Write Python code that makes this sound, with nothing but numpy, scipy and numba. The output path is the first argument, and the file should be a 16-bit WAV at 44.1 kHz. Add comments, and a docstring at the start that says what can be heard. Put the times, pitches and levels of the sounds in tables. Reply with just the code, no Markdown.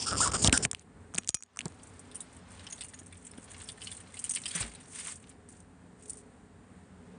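"""Phone pushed into a car holder

Under it all lie the low drone of a parked car's cabin and microphone hiss: shaped noise and booming modes.
Fingers rub and squeak on a phone's case (noise cut into slips, through rings of the case), and it knocks
and clicks home (short noise cracks, a ringing holder, low thuds) while a hand changes the drone's level.
Then keys and bracelets clink (chattering noise through narrow rings) and a bag rustles (noise full of ticks).
"""
import sys
import numpy as np
from scipy import signal
from scipy.fft import rfft, irfft
from scipy.io import wavfile
from scipy.ndimage import uniform_filter1d
from numba import njit

SR = 44100
rng = np.random.default_rng(int(sys.argv[2]) if len(sys.argv) > 2 else 0)


def log_audio(samples):
    """Write samples as a 16-bit WAV file to the path given in sys.argv[1]."""
    # one column per channel
    frames = np.atleast_2d(samples).T
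    # limit to full scale, then quantise
    limited = np.clip(frames, -1, 1)
    pcm = np.round(limited * 32767).astype(np.int16)
    wavfile.write(sys.argv[1], SR, pcm)


def rack_gain(trim_db):
    """Turn a fader trim in dB into the linear factor to multiply a signal by."""
    fader = np.asarray(trim_db, float)
    return 10 ** (fader / 20)


N = 316638


def curve(table):
    """Columns of a table as curves over time."""
    rows = np.array(table, float)
    return [np.interp(np.arange(N) / SR, rows[:, 0], column) for column in rows[:, 1:].T]


def unit(x):
    """Scale to rms 1."""
    return x / np.sqrt(np.mean(x ** 2))


@njit
def svf(x, g, k):
    """State-variable band-pass whose centre may move, gain 1 at the centre."""
    y, b, l = np.empty(len(x)), 0., 0.
    for i in range(len(x)):
        v = (b + g[i] * (x[i] - l)) / (1 + g[i] * (g[i] + k[i]))
        b, l, y[i] = 2 * v - b, l + 2 * g[i] * v, k[i] * v
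    return y


def band(x, hz, width):
    """Band-pass with a fixed or moving centre; centre and width in Hz."""
    hz, ones = np.clip(hz, 20, .45 * SR), np.ones(len(x))
    return svf(x + 1e-18, np.tan(np.pi * hz / SR) * ones, width / hz * ones)


def walk(rate):
    """A slow random wander: levels held 1 / rate s, smoothed twice, scaled to rms 1."""
    hold = int(SR / rate)
    steps = np.repeat(rng.standard_normal(N // hold + 1), hold)
    return unit(uniform_filter1d(uniform_filter1d(steps, hold), hold)[:N])


def colour(x, points):
    """Shape a noise by (Hz, dB) points."""
    hz, db = np.transpose(points)
    f = np.maximum(np.fft.rfftfreq(len(x), 1 / SR), 1)
    return irfft(rfft(x) * rack_gain(np.interp(np.log(f), np.log(hz), db)), len(x))


def add(out, s, x):
    """Mix x into out from time s."""
    i = int(s * SR)
    out[i:i + len(x)] += x[:N - i]


def peak(x, db):
    """Scale to a peak level."""
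    return x * rack_gain(db) / np.max(np.abs(x))


def fade(t, t60, rise_s=0.0002):
    """Quick rise, then an exponential fall of 60 dB in t60 seconds."""
    return (1 - np.exp(-t / rise_s)) * np.exp(-np.log(1000) * t / t60)


def cabin():
    """Low cabin noise with a few booming modes, plus the microphone's own hiss at the top."""
    # spectrum of cabin noise and, at the top, microphone hiss, before bass and treble are balanced:
    # f/Hz, relative level/dB
    floor_points = [(30, -41.5), (50, -10.5), (80, -13.5), (260, -11), (330, -20), (500, -21.5),
                    (900, -25.5), (1800, -24), (2600, -34), (5500, -50.5), (7000, -32.5), (9000, -28),
                    (12000, -38)]
    # low modes of the air, each wandering around its level: f/Hz, width/Hz, relative level/dB
    mode_rows = [(64.5, 24, -8), (89, 8.8, 0), (179, 9, -1.5), (243, 18, -2.5), (410, 28, -6),
                 (702, 90, -14.5)]
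    # the grip on the phone conducts the drone or covers the microphone: t/s, gain/dB
    hand_points = [(0, 1), (.64, 8.5), (.69, -9.5), (.8, -11.5), (1.0, -4), (1.27, -9.5), (1.31, -28.5),
                   (1.44, -22), (1.5, -27.5), (1.56, -16.5), (1.64, -3.5), (1.75, -8)]
    base_db = -51.5  # before the hand's gain
    noise = rng.standard_normal(N)
    boom = sum(rack_gain(db + 2.9 * walk(5)) * unit(band(noise, hz, width)) for hz, width, db in mode_rows)
    floor = colour(rng.standard_normal(N), floor_points)
    low = signal.sosfilt(signal.butter(1, 600, fs=SR, output="sos"), floor)
    bass = rack_gain(1.0) * unit(low)
    treble = rack_gain(-9 + 1.1 * walk(11)) * unit(floor - low)  # flickers a little
    return rack_gain(base_db + curve(hand_points)[0]) * (bass + rack_gain(-2.5) * boom + treble)


def thuds():
    """A soft push: a swing whose pitch sags as the contact lets go, with a dull slap."""
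    # jolts of the phone and of the seat (fall times are capped below):
    # t/s, peak of the swing/dB, f/Hz, t60/s
    jolt_rows = [(0.444, -18, 178, 0.042), (0.462, -21, 90, 0.05), (0.481, -20.5, 99, 0.029),
                 (0.48, -19, 75.9, 0.06), (0.527, -18.5, 260, 0.044), (0.652, -27.5, 116.6, 0.037),
                 (0.732, -40.5, 117, 0.021), (1.147, -38.5, 172.5, 0.12), (1.184, -30, 209, 0.021),
                 (1.293, -35.5, 110, 0.016), (1.345, -36, 117, 0.019), (1.656, -28, 158, 0.047),
                 (2.785, -49.5, 616, 0.027), (3.015, -46, 199, 0.027), (3.382, -39.5, 250, 0.034),
                 (4.552, -36, 170, 0.19), (4.606, -31, 100, 0.057), (4.621, -39, 57, 0.38),
                 (4.64, -42.5, 229, 0.24)]
    out, t = np.zeros(N), np.arange(8000) / SR
    for s, db, hz, t60 in jolt_rows:
        turns = hz * t + 0.12 * (1 - np.exp(-t / 0.00083))
        swing = np.sin(2 * np.pi * turns) * fade(t, np.clip(t60, .01, .3), 0.00077)
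        dull_noise = band(band(rng.standard_normal(len(t)), 410, 900), 410, 900)
        slap = dull_noise * fade(t, np.clip(0.89 * t60, .01, .3), 0.0012)
        add(out, s, peak(swing, db) + peak(slap, db - 3.5))
    return out


def grains(rate, crackle):
    """Noise that swells at each random tick, about rate ticks a second, like tiny creases giving way."""
    ticks = (rng.random(N) < rate / SR) * rack_gain(2.5 * rng.exponential(size=N))
    tails = signal.lfilter([1], [1, -np.exp(-1 / (0.0041 * SR))], ticks)
    swell = 1 + 3.2 * crackle * tails
    return rng.standard_normal(N) * swell * rack_gain(1.0 * walk(35))


def rustle():
    """Dense tiny ticks over a rubbing hiss of fingers, then of cloth: bright from fibres, dull from folds."""
    # hiss of fingers on the phone, then movements of clothes, bag and straps:
    # start t/s, end t/s, treble level/dB, dull minus treble/dB, crackle/0-1
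    move_rows = [(0.757, 0.822, -66.5, -1.5, 0.7), (1.147, 1.3, -63.5, -4, .5),
                 (1.58, 2.39, -64, -7.5, 0.64), (2.508, 2.759, -58.5, -5.5, 0.73),
                 (2.785, 2.853, -55.5, -12, 0.88), (2.887, 3.448, -63.5, -8, 0.9),
                 (3.496, 3.695, -55.5, -4.5, 1), (3.715, 3.8, -63.5, -17, 0.4),
                 (3.813, 3.949, -46.5, -9.5, 0.6), (4.002, 4.13, -60, -4, 0.6),
                 (4.168, 4.388, -48.5, -10, 0.5), (4.437, 4.53, -48, -10, 0.8),
                 (4.548, 4.626, -36.5, -2.5, 0.34), (4.653, 4.72, -57.5, -5, 0.46),
                 (4.74, 4.859, -60.5, -4, 0.86), (4.91, 4.948, -48.5, -17, 0),
                 (4.963, 5.114, -39.5, -7.5, 0.42), (5.15, 5.17, -65, -20, 0.6), (5.205, 5.325, -67, -4, 1),
                 (5.527, 5.599, -58.5, -17, 0.82), (6.03, 6.06, -58.5, -14, 1),
                 (6.1, 6.196, -55, -19, 0.57)]
    # a sleeve drags over the seat: start t/s, end t/s, level/dB, f/Hz, width of the first filter/Hz
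    scuff_row = (5.07, 5.125, -50, 1150, 350)
    # weight shifts on the seat, a dull shuffle: start t/s, end t/s, level before its wander/dB, f/Hz, width/Hz
    shuffle_row = (1.5, 5, -65, 801, 1199)
    rise_db_per_s, fall_db_per_s = 419.5, 354
    t = np.arange(N) / SR
    bright_gain, dull_gain, crackling = np.zeros(N), np.zeros(N), np.zeros(N)
    for start, end, db, dull_db, crackle_share in move_rows:
        below_db = np.maximum(rise_db_per_s * (start - t), fall_db_per_s * (t - end))
        gain = rack_gain(db - np.maximum(0, below_db))
        bright_gain += gain
        dull_gain += gain * rack_gain(dull_db)
        crackling += gain * crackle_share
    crackle = np.clip(crackling / bright_gain, 0, 1)

    noise = grains(70, crackle)
    bright = unit(band(band(noise, 8360, 4100), 9240, 3300) + 0.5 * band(noise, 7400, 3200))
    creases = band(band(.5 * noise + grains(50, crackle), 2550, 3400), 2200, 5500)
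    dull = unit(creases + 0.13 * band(noise, 750, 800))
    # loose rings and buckles jangle: a narrow ring that jumps to a new pitch every 900 samples
    jumps_hz = np.repeat(1500 + 5000 * rng.random(N // 900 + 1), 900)[:N]
    dull = dull + .4 * unit(band(grains(40, crackle), jumps_hz, 300))

    start, end, db, hz, width = scuff_row
    scuff_db = np.interp(t, [start - .004, start, end, end + .02], [db - 60, db, db - 11, db - 59.5])
    scuff = rack_gain(scuff_db) * unit(band(band(rng.standard_normal(N), hz, width), hz, 2 * width))
    start, end, db, hz, width = shuffle_row
    shuffle_db = np.interp(t, [start - .2, start, end, end + 0.17], [db - 31, db, db, db - 29])
    shuffle = rack_gain(shuffle_db + 3 * walk(6.05)) * unit(band(rng.standard_normal(N), hz, width))
    return bright_gain * bright + dull_gain * dull + scuff + shuffle


def clinks():
    """Small metal parts chatter for some ms and stop: rough noise through low and high short rings."""
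    # keys, bracelets and buckles: t/s, reference level/dB, body peak minus reference/dB, body f/Hz
    clink_rows = [(1.8306, -37.5, -16, 6700), (1.871, -43, -6, 7800), (1.9926, -34, -28, 6310),
                  (2.1138, -40, -3, 3620), (2.1454, -37, -10, 5800), (2.155, -24.5, -18.5, 2990),
                  (2.2043, -26, -11.5, 3780), (2.347, -48, -11, 6500), (2.365, -40.5, -6, 1770),
                  (2.6668, -39.5, 7.5, 3115), (2.7028, -40.5, 5, 6660), (2.724, -34.5, 5.5, 6600),
                  (2.778, -45, 1, 3640), (2.787, -42, -1.5, 4500), (2.8081, -25.5, -4, 3560),
                  (2.82, -34, -1, 2820), (2.8354, -31, -11, 6700), (2.8443, -32.5, -7, 2850),
                  (2.935, -42.5, 1.5, 1860), (2.941, -38, -0.5, 6800), (2.989, -37, -2, 6840),
                  (3.061, -38, -15, 6800), (3.1242, -39, -5, 2350), (3.17, -41, -20, 3000),
                  (3.248, -45.5, -3, 8860), (3.268, -36.5, 0.5, 7800), (3.3104, -38.5, -6.5, 5400),
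                  (3.336, -51.5, 9.5, 1400), (3.3752, -40.5, -7, 3200), (3.418, -45, -15, 6800),
                  (3.44, -40.5, -15, 6840), (3.5006, -40, -10, 3000), (3.616, -33, -11, 3600),
                  (3.635, -31.5, -24, 6740), (3.6881, -27.5, -1, 3560), (3.717, -34, -22, 6520),
                  (3.775, -44.5, 3, 1800), (3.8173, -33, 2, 3015), (3.87, -36, 8, 3000),
                  (3.914, -28.5, -7.5, 3560), (3.9664, -35.5, -14, 4360), (4.001, -37, -9, 1830),
                  (4.141, -36, -5.5, 2170), (4.169, -31, -4.5, 2920), (4.1902, -26, -20, 6700),
                  (4.2404, -21, -13.5, 3020), (4.2929, -18, -20, 6860), (4.308, -20, -9, 6700),
                  (4.336, -26, -4, 6030), (4.3471, -17.5, -19, 5330), (4.3604, -28, 3, 3050),
                  (4.372, -41, 10, 2240), (4.38, -46.5, 8, 2960), (4.435, -37, 4.5, 4000),
                  (4.4558, -22, -2, 3100), (4.478, -28, -4.5, 5220), (4.491, -34, -7, 3920),
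                  (4.5076, -32.5, 1, 3330), (4.525, -40, -8, 2100), (4.5504, -22, -4.5, 6040),
                  (4.6046, -19.5, -14, 2480), (4.749, -35.5, -6, 3900), (4.9972, -24.5, -12, 5230),
                  (5.156, -33.5, -31, 5910), (5.2933, -36.5, -22, 1920), (5.488, -37.5, -21, 6480),
                  (6.096, -26, -20, 5940), (6.1316, -31.5, -18, 6530), (6.171, -38, -22, 6600)]
    # the struck part rings on at its own pitch: level against its body/dB, t60/s
    body_ring = (-16, .09)
    # thin links ring with every clink: f/Hz, mean level against the clink/dB, t60/s, scatter/dB
    chain_ring = (9400, -26, .1, 5)
    ring_db, ring_t60 = body_ring
    chain_hz, chain_db, chain_t60, scatter_db = chain_ring
    out, t = np.zeros(N), np.arange(4000) / SR
    for s, db, body_db, hz in clink_rows:
        chatter_s = np.clip(.021 + .0003 * db, .001, .05)  # softer clinks chatter for less time
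        chatter = rack_gain(4.2 * np.repeat(rng.standard_normal(len(t) // 40 + 1), 40)[:len(t)])
        stop = np.exp(-np.maximum(t - chatter_s, 0) / 0.0024)
        noise = rng.standard_normal(len(t)) * chatter * (fade(t, 0.11) + fade(t, 0.01)) * stop
        high = band(noise, 8300 + 1100 * rng.random(), 400) * 0.89
        high = high + band(band(noise, 10200, 5200), 8900, 5900)
        low = band(noise, hz, 380) * 4
        low = low + band(noise, hz * (1.3 + 0.42 * rng.random()), 360) * 2
        low = low + band(noise, 3270, 3000) * 0.57
        add(out, s, peak(high, db + 1.5) + peak(low, db + body_db))
        body = np.sin(2 * np.pi * hz * t) * fade(t, ring_t60, 0.002)
        chain = np.sin(2 * np.pi * chain_hz * t) * fade(t, chain_t60, 0.0016)
        add(out, s, rack_gain(db + body_db + ring_db) * body)
        add(out, s, rack_gain(db + chain_db + scatter_db * rng.standard_normal()) * chain)
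    return out


def rub():
    """Skin slips and sticks on the case: rough hiss, a squeak of the half covered port, and shake of the body."""
    # strokes of fingers on the case:
    # start t/s, end t/s, hiss/dB, squeak/dB, shake/dB, upper minus lower rings of the case/dB
    stroke_rows = [(0, 0.056, -34, -49, -57, -2.5), (0.061, 0.113, -31.5, -35.5, -50, -1),
                   (0.108, 0.169, -36.5, -34, -35, 0), (0.168, 0.215, -27.5, -39.5, -38, 1.5),
                   (0.204, 0.251, -24, -26.5, -38.5, 7), (0.247, 0.283, -30.5, -29.5, -40.5, 3.5),
                   (0.283, 0.306, -45.5, -41, -38, 0), (0.314, 0.328, -40, -42, -38.5, 3),
                   (0.335, 0.37, -32.5, -31.5, -34.5, 3.5), (0.375, 0.429, -40.5, -56.5, -40.5, 5.5),
                   (0.42, 0.443, -32.5, -51.5, -37.5, 7), (0.446, 0.483, -29, -42, -30, 1.5),
                   (0.525, 0.576, -29.5, -30, -36.5, 3), (0.575, 0.621, -49, -56, -45.5, 0),
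                   (0.625, 0.658, -33, -51.5, -39.5, 6)]
    # pitch of the squeak: t/s, f/Hz
    squeak_points = [(.04, 900), (.06, 1300), (.16, 1300), (.205, 1030), (.231, 1580), (.262, 1080),
                     (.36, 1280), (.45, 1060), (.54, 1505)]
    # how the skin lets go: t/s, share of separate slips/0-1, mean slip rate/Hz
    creak_points = [(0, .35, 700), (.09, .4, 500), (.125, .75, 200), (.16, .75, 130), (.175, .7, 200),
                    (.205, .5, 1030), (.231, .7, 1580), (.262, .5, 1080), (.29, 0, 500)]
    # rings of the case, shifted by the grip; the second filter is narrower: f/Hz, width of the first/Hz, level/dB
    lower_rings = [(3000, 2000, -4.5), (5160, 1700, 5.5)]
    upper_rings = [(7210, 2300, 1.5), (8300, 2000, -1)]
    n = int(.7 * SR)
    share, slip_hz = (c[:n] for c in curve(creak_points))
    squeak_hz = curve(squeak_points)[0][:n]
    phase = np.cumsum(slip_hz * (1 + 0.06 * walk(60)[:n]) / SR) % 1
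    share = np.clip(share, 0, 1)
    pulses = 1 - share + 3 * share * np.exp(-phase / 0.063)  # each slip starts hard and dies away
    slips = pulses * (share + rng.standard_normal(n)) * rack_gain(1.2 * walk(150)[:n])
    grip = 1 + 0.03 * walk(15)[:n]  # the rings of the case shift as the grip changes

    def case(rings):
        """The case answers the slips at its own broad rings."""
        return unit(sum(rack_gain(db) * band(band(slips, grip * hz, width), grip * hz, 0.81 * width)
                        for hz, width, db in rings))
    lower, upper = case(lower_rings), case(upper_rings)
    squeak = band(band(slips, squeak_hz, 260), squeak_hz, 450) + 0.25 * band(slips, 740, 620)
    squeak = unit(squeak + 0.092 * band(slips, 2100, 1100) + 0.13 * band(slips, 1250, 500))
    shake = unit(band(band(rng.standard_normal(n), 57, 120), 110, 1100))

    out, t = np.zeros(N), np.arange(n) / SR
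    edge_s, edge_db = .004, -5.5
    for start, end, db, squeak_db, shake_db, tilt_db in stroke_rows:
        # a stroke sets in and lets go abruptly, swelling in between
        top = start + .35 * (end - start)
        push = rack_gain(np.interp(t, [start - edge_s, start, top, end, end + edge_s], [-80, edge_db, 0, edge_db, -80]))
        hiss = rack_gain(-tilt_db / 2) * lower + rack_gain(tilt_db / 2) * upper
        add(out, 0, push * (rack_gain(db) * hiss + rack_gain(squeak_db) * squeak + rack_gain(shake_db) * shake))
    return out


def knocks():
    """Each knock is a dry crack with a short body ring; some also ring the holder, each in its own mix."""
    # knocks of phone and holder: t/s, peak of the crack/dB, body minus crack peak/dB, body f/Hz
    knock_rows = [(0.275, -13.5, -10, 1080), (0.3186, -21.5, -7, 1290), (0.439, -12, -12.5, 5500),
                  (0.445, -7, 1, 4260), (0.4739, -6, 1, 3800), (0.495, -33.5, 13.5, 3080),
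                  (0.5266, -6.5, -2, 2960), (0.5758, -6.5, -12, 3240), (0.6505, -10.5, 0.5, 2620),
                  (0.713, -13.5, -12.5, 3320), (0.7308, -23.5, -3.5, 1110), (0.7477, -32.5, 11, 3180),
                  (0.7947, -35, -27, 3190), (1.139, -34, -3, 1210), (1.146, -22.5, -6, 3040),
                  (1.151, -23, -12, 1180), (1.1605, -43, 14, 2930), (1.1712, -34, -6.5, 1490),
                  (1.179, -19.5, -2.5, 2720), (1.1826, -8, -10, 3350), (1.205, -59, -6, 920),
                  (1.224, -55, 8, 2900), (1.234, -50, 10, 3400), (1.2455, -36.5, -4, 2880),
                  (1.275, -21, -14, 3270), (1.285, -20, -18, 3790), (1.29, -10, -16, 4100),
                  (1.295, -20, -34, 2500), (1.304, -28, -20, 3410), (1.3439, -11.5, -11.5, 2960),
                  (1.3475, -12.5, -40, 3110), (1.3523, -23.5, -34, 2510), (1.3699, -37, -2, 2460),
                  (1.389, -46, -5, 2170), (1.4065, -38, -12, 1290), (1.4243, -26.5, -10.5, 2400),
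                  (1.4347, -30, -16.5, 1290), (1.462, -55.5, -1.5, 3800), (1.5611, -39.5, -3.5, 1100),
                  (1.5715, -24, -8, 1270), (1.59, -18, -2, 2730), (1.607, -33, 8, 2680),
                  (1.614, -38, 9, 2820), (1.656, -22.5, -31, 1150), (1.6812, -31, -24, 1010),
                  (1.722, -41.5, -6, 993)]
    # rings of the holder's metal when free: f/Hz, relative level before scatter/dB, t60/s
    holder_rings = [(1260, -8, 0.12), (2460, 1, 0.088), (3240, -8, 0.07), (5070, -4, .09), (5820, 0, 0.14),
                    (6340, -4, .08), (6700, -2.5, 0.25)]
    # knocks that ring the holder, damped at first by the fingers: t/s, ring level/dB, share of free t60/0-1
    hit_rows = [(1.183, -43, 0.4), (1.291, -46, 0.52), (1.344, -46, 1.)]
    out, t = np.zeros(N), np.arange(1500) / SR
    for s, db, body_db, hz in knock_rows:
        t60 = np.clip(0.015 * rack_gain(0.4 * db), .003, .04)  # harder knocks last longer
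        noise = np.sign(rng.standard_normal(len(t))) * fade(t, t60, 0.00013)
        crack = peak(band(band(noise, 7300, 8900), 8840, 10000), db)
        body = peak(band(noise, hz, .5 * hz), db + body_db)
        add(out, s, crack + body)
    t = np.arange(SR // 2) / SR
    for s, ring_db, free in hit_rows:
        for hz, db, t60 in holder_rings:
            level = rack_gain(ring_db + db + 2 * rng.standard_normal())
            add(out, s, level * np.sin(2 * np.pi * hz * t) * fade(t, free * t60))
    return out


def scene():
    """Everything reaches one microphone; clinks and rustles get the short echo of glass and seats."""
    near = clinks() + rustle()
    t = np.arange(4000) / SR
    echo = rng.standard_normal(len(t)) * fade(t, 0.11, 0.0016)
    wet = signal.fftconvolve(near, echo / np.sqrt(np.sum(echo ** 2)))[:N]
    return (cabin() + rub() + knocks() + thuds() + near + rack_gain(-14.5) * wet)[None]


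def low_pass(x):
    """Removes everything above the highest recorded frequency."""
    return signal.sosfilt(signal.butter(12, 10940, fs=SR, output="sos"), x)


def record(dry):
    """The phone cuts the deep bass and what lies above its band; a soft limit holds down the summed peaks."""
    x = signal.sosfilt(signal.butter(4, 48, "high", fs=SR, output="sos"), dry)
    x = .7 * np.tanh(x / .7)
    x = signal.sosfilt(signal.cheby1(12, .5, 9500, fs=SR, output="sos"), x)
    return low_pass(x)


dry = scene()
out = record(dry)
log_audio(out)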